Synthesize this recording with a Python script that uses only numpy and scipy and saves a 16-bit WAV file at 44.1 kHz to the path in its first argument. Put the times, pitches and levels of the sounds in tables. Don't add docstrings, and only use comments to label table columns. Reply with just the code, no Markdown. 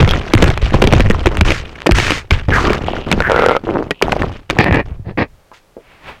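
import sys
import numpy as np
from scipy import signal
from scipy.fft import rfft, irfft, next_fast_len
from scipy.io import wavfile
from scipy.ndimage import uniform_filter1d, map_coordinates

SR = 44100
rng = np.random.default_rng(int(sys.argv[2]) if len(sys.argv) > 2 else 0)


def unload_wav(signal):
    wavfile.write(
        sys.argv[1],
        SR,
        np.round(np.clip(np.atleast_2d(signal).T, -1, 1) * 32767).astype(np.int16),
    )


N = 273419

# start in seconds, level in dB, pitch in Hz.
FAR_TAPS = [(5.5162, -27, 1000), (5.7674, -23, 476), (6.096, -24.5, 916)]
# time in seconds, level in dB.
FAR_LEVEL = [(5.8, -55.5), (5.92, -44.5), (6.0, -48), (6.09, -29), (6.2, -51)]
# frequency in Hz, relative level in dB.
FAR_SLIDE = [(25, -0.5), (490, -5.5), (2500, -6), (7000, -34.5), (16000, -45)]
NIGHT = [(25, 5), (280, -13.5), (476, -8), (800, -13), (16000, -35)]

# start in seconds, length in seconds, shell level in dB,
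# dulling corner in Hz, grit level in dB.
GRINDS = [(4.584, 0.048, -7.5, 13000, -26.5), (4.651, 0.034, -11, 9000, -44),
          (4.729, 0.047, -10, 5000, -47), (4.776, 0.03, -13.5, 4470, -44),
          (5.044, 0.068, -19.5, 450, -51.5), (5.176, 0.054, -10.5, 2630, -33.5)]
# start in seconds, peak level in dB.
BUMPS = [(4.5871, 7), (4.643, -4), (4.665, -5.5), (4.709, -1.5), (4.7253, 0), (4.7462, -2), (4.7963, -10),
         (5.095, -17), (5.1745, -5.5)]
# frequency in Hz, relative level in dB.
GRIND = [(40, -3), (110, 14), (300, 7), (520, 6), (1100, -2.5), (1450, -9), (1780, 4), (2120, -2.5),
         (2420, -0.5), (3100, -18), (7500, -46.5)]
RUB_RISE_S = 0.00064
SHELL_T60_S = 0.023

# start in seconds, length in seconds, level in dB.
ROLL = [(1.61, 0.38, -49), (2.87, 0.23, -30.5), (3.64, 0.22, -46), (3.93, 0.4, -43)]
# start in seconds, length in seconds,
# grit level in dB, tumble level in dB, both ahead of the trims in the slide.
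SLIDES = [(0, 0.024, -19.5, -10.5), (0.099, 0.058, -21.5, -16.5), (0.232, 0.29, -34, -27),
          (0.371, 0.12, -23.5, -16.5), (0.614, 0.065, -23.5, -21), (0.721, 0.22, -28.5, -17.5),
          (0.916, 0.067, -21.5, -19.5), (1.042, 0.34, -30.5, -23.5), (1.448, 0.064, -21.5, -18.5),
          (1.594, 0.38, -39.5, -36), (1.943, 0.2, -25.5, -23), (2.304, 0.032, -21.5, -22.5),
          (2.503, 0.24, -23, -16), (2.808, 0.19, -34.5, -21.5), (3.062, 0.15, -30.5, -18),
          (3.257, 0.26, -35, -20.5), (3.635, 0.21, -40, -23.5), (4.029, 0.13, -29, -20),
          (4.193, 0.044, -31.5, -15), (4.315, 0.045, -40.5, -42.5), (4.493, 0.087, -34, -22),
          (4.855, 0.052, -46.5, -33.5)]
# frequency in Hz, relative level in dB.
GRIT = [(400, -18), (1100, 7.5), (2200, 7), (2900, 4.5), (3800, -2.5), (6500, -13), (16000, -46.5)]
TUMBLE = [(70, -3.5), (160, -1.5), (380, -3), (700, -9), (1300, -17), (3000, -59)]
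RUMBLE = [(12, 9.5), (45, 2.5), (90, 2), (160, -9.5), (400, -76.5)]
SLIDE_RISE_S, SLIDE_FALL_DB_PER_S = 0.0019, 176.5
WAKE_DB, WAKE_FALL_DB_PER_S = -15.5, 96.5
SHAKE_DB = -4
# the value over grit, then over tumble;
# first the level in dB against the slide, then the middle pitch in Hz.
RATTLE_DB = [1.5, -3.5]
RATTLE_HZ = [2230, 491]
RATTLE_PER_S = 45
RATTLE_SPREAD_DB, RATTLE_SPREAD_OCTAVES = 11, 0.72

# start in seconds, length in seconds, level in dB.
SWEEPS = [(1.45, 0.14, -24.5), (1.945, 0.24, -18), (2.53, 0.11, -25.5), (5.53, 0.045, -45)]
# frequency in Hz, relative level in dB.
SWEEP = [(400, -33), (1200, -2), (2000, 2), (3000, -4), (6600, -12), (16000, -43)]
# start in seconds, length in seconds, level in dB,
# first pitch in Hz, last pitch in Hz.
RASPS = [(2.515, 0.063, -14.5, 1630, 1730), (2.559, 0.027, -13, 1470, 1090), (2.589, 0.17, -23, 1270, 1280),
         (2.651, 0.026, -18, 1260, 1190), (3.23, 0.054, -16.5, 1560, 1670), (3.305, 0.21, -20, 1480, 1390)]

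# start in seconds, length in seconds, level in dB.
JUDDER = [(3.292, 0.17, -18.5), (3.486, 0.08, -21.5)]
SOFT_JUDDER = [(3.666, 0.14, -16.5)]
# time in seconds, peak level in dB.
SLIPS = [(3.204, 4), (3.298, 4), (3.3075, 2.5), (3.318, 8), (3.331, -4), (3.344, 0), (3.362, 5.5),
         (3.379, -0.5), (3.3909, 2.5), (3.395, 6), (3.422, 5), (3.4355, 1), (3.4406, 3.5), (3.462, 11),
         (3.486, 6.5), (3.494, 4.5), (3.5101, 2), (3.5167, 3), (3.528, -6.5), (3.551, -0.5), (3.566, 6),
         (3.67, -11), (3.6901, -5), (3.7525, -10), (3.758, -2.5), (3.7695, -3.5), (3.789, -8.5),
         (3.8252, -7)]
# middle pitch in Hz, width in Hz, gain in dB.
STIFF = [(510, 91, 15), (880, 170, -1.5), (1396, 64, 13.5), (2110, 200, 7.5)]
SOFT = [(350, 166, 23), (730, 67, 2.5)]
# time in seconds, factor on the pitch.
BEND = [(3.29, 1.04), (3.47, 0.92), (3.67, 1.11), (3.76, 0.94)]
BEND_WANDER = 0.026
CATCH_S, CATCH_RING_DB = 0.0002, -6
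RELAX_S = 3.62

# start in seconds, peak level in dB.
TICKS = [(0.332, -17), (0.3514, 4.5), (0.4424, 9.5), (0.819, 1), (1.1159, 0), (1.3713, 3), (1.8045, -14),
         (1.8196, -8), (4.643, 0.5), (4.7269, -5), (4.7455, -2), (4.759, -5)]
# start in seconds, level in dB, pitch in Hz.
CLACKS = [(0.0215, -20.5, 2100), (0.0915, -2.5, 3290), (0.1105, 0, 3260), (0.1365, -3, 1380),
          (0.379, -2.5, 2080), (1.0612, -8.5, 1860), (1.109, -0.5, 1880), (1.147, -7.5, 1040),
          (1.861, -4, 890), (2.8843, -3, 730), (2.9349, -7.5, 680), (2.9665, -10, 1430), (3.127, -1, 2600),
          (3.204, 2, 1490), (3.2223, -3.5, 1740), (4.015, -6, 950), (4.0822, -4.5, 760), (4.129, -1, 790),
          (4.1652, -4, 610), (4.221, -3.5, 1790), (4.233, -8, 1030)]
CLACK_RISE_CYCLES, CLACK_RING_DB, CLACK_RING_T60_S = 0.35, -10, 0.032
CLACK_CHIP_DB = -26
# start in seconds, level in dB, settled pitch in Hz.
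THUMPS = [(0.004, 0.5, 116.5), (0.033, 6, 102), (0.352, 2.5, 97.3), (0.429, 3, 67.7), (0.49, -0.5, 89),
          (0.627, 0.5, 51), (0.741, 4.5, 88), (0.85, -2, 79.6), (0.925, 2.5, 102), (0.959, 2.5, 97.6),
          (0.993, 1, 48.3), (1.059, 0, 91), (1.258, 0, 51), (1.384, -0.5, 56.6), (1.413, 3, 78),
          (1.911, 0, 90), (1.921, 6, 45.8), (2.32, 2.5, 75), (2.483, 0, 83.6), (2.521, -3.5, 62.3),
          (3.136, -7.5, 194), (3.178, -8, 176), (4.271, -10, 78.6), (4.586, -7.5, 128), (4.69, -7, 162),
          (4.718, -2.5, 75), (4.914, -12, 68.5), (4.996, -16.5, 101.5), (5.068, -12, 99), (5.173, -18, 125)]

# start in seconds, crack level in dB, knock level in dB,
# lag of a lighter second touch in seconds (negative is earlier, 0 is none).
KNOCKS = [(0.0084, -4, -2, 0.019), (0.0766, -3.5, -7, 0.0068), (0.3358, 6.5, 1.5, 0),
          (0.4237, 8.5, 5, 0.0034), (0.502, -3.5, -9, -0.023), (0.5755, -5.5, -10.5, 0),
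          (0.7411, -2.5, -0.5, 0.0045), (0.823, 4, 1, -0.0027), (0.84, 2, 1, 0), (0.873, 2.5, -4, 0),
          (0.935, 5, 0.5, -0.0097), (1.005, 3, -3, -0.0082), (1.0997, -2, -6, 0.00097),
          (1.259, 3.5, 0.5, 0.01), (1.4101, 6, -3, 0), (1.505, 0.5, -6.5, 0.014),
          (1.8691, 4.5, -1, -0.0039), (1.8915, -13, -1, 0), (1.9198, 3.5, -10, -0.009),
          (1.9849, 0.5, -16.5, 0.015), (2.067, -4, -28, 0.013), (2.106, 4, -12, 0.013),
          (2.308, 3, -15, 0.0047), (2.485, -11.5, -4, 0.008), (2.7033, -8.5, -5, 0.0022),
          (2.7317, -5, -36, 0.0019), (3.115, 2.5, -7, 0.011), (3.9079, 0, -11, 0.0044), (4.023, 7.5, -2, 0),
          (4.1206, 0.5, -12.5, 0), (4.4997, 1, -12.5, 0.0076)]
TOUCH_CRACK_DB, TOUCH_KNOCK_DB = -3, -2.5
# middle pitch in Hz,
# middle of the scattered relative level in dB, decay by 60 dB in seconds.
BLADE = [(1470, 6.5, 0.023), (1722, -0.5, 0.05), (2328, 17, 0.014), (2800, 11.5, 0.012)]
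BODY = [(189, -2, 0.049), (340, 1, 0.044), (510, 4, 0.017), (832, 5, 0.0058)]
# frequency in Hz, relative level in dB.
CRACK = [(300, -0.5), (1400, 2.5), (2700, 1), (4000, -7), (8000, -23), (16000, -39)]

TOP_HZ = 16000


def amp(db):
    return 10 ** (np.asarray(db) / 20)


def unit(x):
    return x / np.sqrt(np.mean(x ** 2) + 1e-20)


def crest(x):
    return x / np.abs(x).max()


def along(points, hz):
    f, v = np.transpose(points)
    return np.interp(np.log(hz + 1), np.log(f + 1), v)


def level(rows):
    s, db = np.transpose(rows)
    return amp(np.interp(np.arange(N) / SR, s, db, left=-150, right=-150))


def add(track, s, sound):
    part = track[max(0, round(s * SR)):][:len(sound)]
    part += sound[:len(part)]


def colour(x, spectrum):
    m = 2 * next_fast_len(len(x) // 2 + 4096)
    cepstrum = irfft(np.log(amp(along(spectrum, np.fft.rfftfreq(m, 1 / SR)))))
    cepstrum[1:m // 2] *= 2
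    cepstrum[m // 2 + 1:] = 0
    return irfft(rfft(x, m) * np.exp(rfft(cepstrum)))[:len(x)]


def dull(x, order, corner_hz):
    return signal.lfilter(*signal.butter(order, corner_hz, fs=SR), x)


def resonate(x, peaks, soft_hz):
    m = next_fast_len(len(x) + SR // 10)
    f = np.fft.rfftfreq(m, 1 / SR)
    response = sum(amp(db) * 1j * f * w / (c * c - f * f + 1j * f * w) for c, w, db in peaks)
    rung = irfft(rfft(x, m) * response, m)[:len(x)]
    return dull(rung, 2, soft_hz)


def noise():
    return rng.standard_normal(N)


def wobble(rate):
    knots = rng.standard_normal(int(N * rate / SR) + 4)
    return map_coordinates(knots, [np.arange(N) * rate / SR])


def grains(rate, spread_db, hiss_db):
    struck = rng.random(N) < rate / SR
    size = amp(spread_db * np.clip(noise(), -2, 2))
    impacts = struck * size * np.sign(noise())
    return unit(unit(impacts) + amp(hiss_db) * noise())


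def stick_slip(rate, scatter, spread_db, hiss_db):
    pace, size = rng.standard_normal(size=(4000, 2)).T
    at = (np.cumsum(np.exp(scatter * pace)) * SR / rate).astype(int)
    inside = at < N
    pushes = np.bincount(at[inside], amp(spread_db * np.tanh(size[inside])), N)
    return unit(pushes - pushes.mean()) + amp(hiss_db) * noise()


def stroke(start, length, rise_s, sag_db_per_s, fall_db_per_s):
    out, t = np.zeros(N), np.arange(SR) / SR
    loss_db = sag_db_per_s * t + fall_db_per_s * np.maximum(t - length, 0)
    add(out, start, np.minimum(t / rise_s, 1) * amp(-loss_db))
    return out


def strokes(rows, rise_s, sag_db_per_s, fall_db_per_s):
    return sum(amp(db) * stroke(s, length, rise_s, sag_db_per_s, fall_db_per_s) for s, length, db in rows)


def night_hush():
    by_net = np.arange(N) / SR > 5.282
    return np.where(by_net, amp(-50.5), amp(-54.5)) * unit(colour(noise(), NIGHT))


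def yard(x):
    t = np.arange(SR // 2) / SR
    tail = dull(rng.standard_normal(len(t)), 1, 5000) * amp(-60 * t / 0.14)
    return signal.fftconvolve(x, tail / np.linalg.norm(tail))[:N]


def far_play():
    taps = clacks(FAR_TAPS)
    gliding = level(FAR_LEVEL) * unit(colour(noise(), FAR_SLIDE))
    return taps + amp(-3.5) * yard(taps) + gliding


def scatter():
    t = np.arange(SR // 25) / SR
    paths = rfft(rng.standard_normal(len(t)) * amp(-60 * t / SHELL_T60_S))
    return irfft(paths / np.abs(paths), len(t)) * (1 - t / t[-1]) ** 2


def housing():
    out = np.zeros(N)
    scratch_band = signal.butter(4, [2300, 4700], "bandpass", fs=SR, output="sos")
    scratch = unit(signal.sosfilt(scratch_band, grains(rate=900, spread_db=4, hiss_db=-6)))
    for s, length, db, dull_hz, grit_db in GRINDS:
        slips = stick_slip(rate=300, scatter=.55, spread_db=5, hiss_db=-9)
        shell = unit(colour(signal.fftconvolve(slips, scatter())[:N], GRIND))
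        force = stroke(s, length, rise_s=RUB_RISE_S / amp(2 * db), sag_db_per_s=32, fall_db_per_s=851)
        out += force * (amp(db) * dull(shell, 1, dull_hz) + amp(grit_db) * scratch)
    for s, db in BUMPS:
        add(out, s, amp(db) * crest(colour(scatter(), GRIND)))
    return out


def rolling():
    bumps = stick_slip(rate=70, scatter=.45, spread_db=5, hiss_db=-6)
    peak = [(2850, 900, 0)]  # (Hz, width Hz, dB)
    once = resonate(bumps, peak, soft_hz=5000)
    rim = unit(resonate(once, peak, soft_hz=5000))
    return strokes(ROLL, rise_s=0.012, sag_db_per_s=41, fall_db_per_s=249.5) * rim


def patchy(x, depth_db):
    z = signal.stft(x, nperseg=256)[2]
    across_bands = uniform_filter1d(rng.standard_normal(z.shape), size=9, axis=0)
    field = uniform_filter1d(across_bands, size=4, axis=1)
    return unit(signal.istft(z * amp(depth_db * unit(field)), nperseg=256)[1][:N])


def rattle(gritty, hollow):
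    count, rows = round(RATTLE_PER_S * N / SR), []
    for force, db, hz in zip((gritty, hollow), RATTLE_DB, RATTLE_HZ):
        when, size, pitch = rng.uniform(-1, 1, (count, 3)).T
        at = ((np.arange(count) + .5 + when / 2) * (N - 1) / count).astype(int)
        size_db = 20 * np.log10(force[at] + 1e-9) + db + RATTLE_SPREAD_DB * size
        rows += zip(at / SR, size_db, hz * 2 ** (RATTLE_SPREAD_OCTAVES * pitch))
    return clacks(rows)


def camera_shake(hollow):
    wake = sum(amp(db + WAKE_DB) * stroke(s, 0, 0.0084, 0, WAKE_FALL_DB_PER_S) for s, db, _ in THUMPS)
    return (wake + amp(SHAKE_DB) * hollow) * unit(colour(noise(), RUMBLE))


def slide():
    pushes = [stroke(s, length, SLIDE_RISE_S, 0, SLIDE_FALL_DB_PER_S) for s, length, _, _ in SLIDES]
    gritty, hollow = amp(np.array(SLIDES)[:, 2:]).T @ np.array(pushes)
    clumps = amp(3.5 * wobble(140))
    grit = patchy(colour(clumps * grains(rate=700, spread_db=4.5, hiss_db=-6), GRIT), depth_db=3.5)
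    tumble = unit(colour(grains(rate=300, spread_db=6, hiss_db=-8), TUMBLE))
    ride = amp(-1.5) * gritty * grit + amp(-3.0) * hollow * tumble
    return ride + camera_shake(hollow) + rattle(gritty, hollow)


def sweeps():
    hiss = unit(colour(grains(rate=3000, spread_db=3, hiss_db=-4), SWEEP))
    return strokes(SWEEPS, rise_s=0.0087, sag_db_per_s=28.0, fall_db_per_s=497.5) * hiss


def rasps():
    out, t = np.zeros(N), np.arange(SR // 2) / SR
    flutter = [(110, -8.0), (400, -17.5), (1500, -37.5), (5000, -64.5)]  # (Hz off the resonance, dB)
    for s, length, db, first_hz, last_hz in RASPS:
        pitch = np.interp(t, [0, length], [first_hz, last_hz])
        turn = np.exp(2j * np.pi * np.cumsum(pitch) / SR)
        slips = stick_slip(rate=280, scatter=.4, spread_db=4, hiss_db=-7)[:len(t)] / turn
        filtered = colour(slips.real, flutter) + 1j * colour(slips.imag, flutter)
        rung = unit(np.real(turn * filtered))
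        press = stroke(0, length, rise_s=0.0079, sag_db_per_s=20.0, fall_db_per_s=503)[:len(t)]
        add(out, s, amp(db) * press * rung)
    return out


def bend(s):
    return np.interp(s, *np.transpose(BEND))


def glide(x, peaks, soft_hz):
    out, factor = np.zeros(N), bend(np.arange(N) / SR)
    for hz, width, db in peaks:
        pitch = hz * factor * (1 + BEND_WANDER * wobble(40))
        turn = np.exp(2j * np.pi * np.cumsum(pitch) / SR)
        pole = np.exp(-np.pi * width / SR)
        out += amp(db) * np.real(turn * signal.lfilter([1 - pole], [1, -pole], x / turn))
    return unit(dull(out, 2, soft_hz))


def catches():
    out, t = np.zeros(N), np.arange(SR // 20) / SR
    u = t / CATCH_S - np.pi
    kick = crest(u * np.exp(-u * u / 2))
    for s, db in SLIPS:
        peaks = STIFF if s < RELAX_S else SOFT
        held = [(hz * bend(s) * np.exp(.05 * rng.standard_normal()), width, gain)
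                for hz, width, gain in peaks]
        rung = crest(resonate(kick, held, soft_hz=4020))
        add(out, s - CATCH_S, amp(db) * crest(kick + amp(CATCH_RING_DB) * rung))
    return out


def judders():
    chatter = stick_slip(rate=185, scatter=.25, spread_db=4, hiss_db=-7)
    jolts = stick_slip(rate=155, scatter=.2, spread_db=3, hiss_db=-11)
    stiff = strokes(JUDDER, rise_s=0.01, sag_db_per_s=3, fall_db_per_s=904)
    soft = strokes(SOFT_JUDDER, rise_s=0.0071, sag_db_per_s=14, fall_db_per_s=482.5)
    return catches() + stiff * glide(chatter, STIFF, soft_hz=2650) + soft * glide(jolts, SOFT, soft_hz=940)


def ticks():
    out, t = np.zeros(N), np.arange(SR // 100) / SR
    snap = crest(colour(np.exp(-t / 0.00002) - np.exp(-t / 0.00018) / 10, CRACK))
    for s, db in TICKS:
        add(out, s, amp(db) * snap)
    return out


def clacks(rows):
    out, t = np.zeros(N), np.arange(SR // 25) / SR
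    for s, db, hz in rows:
        u = hz * t / CLACK_RISE_CYCLES
        swing = u * np.exp(1 - u) + amp(CLACK_RING_DB - 60 * t / CLACK_RING_T60_S)
        chip = dull(rng.standard_normal(len(t)), 1, 3500) * amp(CLACK_CHIP_DB - 60 * t / 0.012)
        add(out, s, amp(db) * (swing * np.sin(2 * np.pi * hz * t) + chip))
    return out


def thumps():
    out, t = np.zeros(N), np.arange(SR // 3) / SR
    for s, db, hz in THUMPS:
        pitch = hz * (1 + .5 * np.exp(-t / 0.0037))
        phase = 2 * np.pi * np.cumsum(pitch) / SR
        add(out, s, amp(db - 60 * t / 0.1) * (1 - np.exp(-t / 0.00029)) * np.sin(phase))
    return out


def ring(modes, t, detune):
    hz, db, t60 = np.transpose(modes)[:, :, None]
    strength, shift = rng.standard_normal((2, len(hz), 1))
    decay = amp(db + 3.16 * strength - 60 * t / t60)
    swing = np.sign(shift) * np.sin(2 * np.pi * hz * (1 + detune * shift) * t)
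    return crest(np.sum(decay * swing, axis=0))


def strikes(rows, crack_db, blade_db, body_db, scuff_db):
    out, t = np.zeros(N), np.arange(SR // 12) / SR
    attack = 1 - np.exp(-t / 0.0003)
    burst = attack * (amp(-60 * t / 0.01) + amp(scuff_db - 60 * t / 0.062))
    for s, high_db, low_db in rows:
        crack = crest(colour(rng.standard_normal(len(t)) * burst, CRACK))
        blade = crest(attack * ring(BLADE, t, detune=0.0563))
        bright = amp(crack_db) * crack + amp(blade_db) * blade
        knock = attack * ring(BODY, t, detune=0.12)
        add(out, s, amp(high_db) * bright + amp(low_db + body_db) * knock)
    return out


def stickhandling():
    main = [(s, crack, knock) for s, crack, knock, _ in KNOCKS]
    light = [(s + lag, crack + TOUCH_CRACK_DB, knock + TOUCH_KNOCK_DB)
             for s, crack, knock, lag in KNOCKS if lag]
    return strikes(main + light, crack_db=-1.0, blade_db=-8.5, body_db=6.0, scuff_db=-24.5)


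def scene():
    background = night_hush() + far_play() + housing()
    puck = rolling() + slide() + clacks(CLACKS)
    blade = sweeps() + rasps() + judders() + stickhandling()
    blade_and_housing = ticks() + thumps()
    return (background + puck + blade + blade_and_housing)[None]


def record(dry):
    overloaded = dry / (1 + np.abs(dry / .9) ** 10) ** (1 / 10)
    coupled = signal.lfilter(*signal.butter(1, 18, "highpass", fs=SR), overloaded)
    m = next_fast_len(N + SR // 2)
    passed = np.fft.rfftfreq(m, 1 / SR) < TOP_HZ
    return irfft(rfft(np.clip(coupled, -1, 1), m) * passed, m)[..., :N]


dry = scene()
out = record(dry)
unload_wav(out)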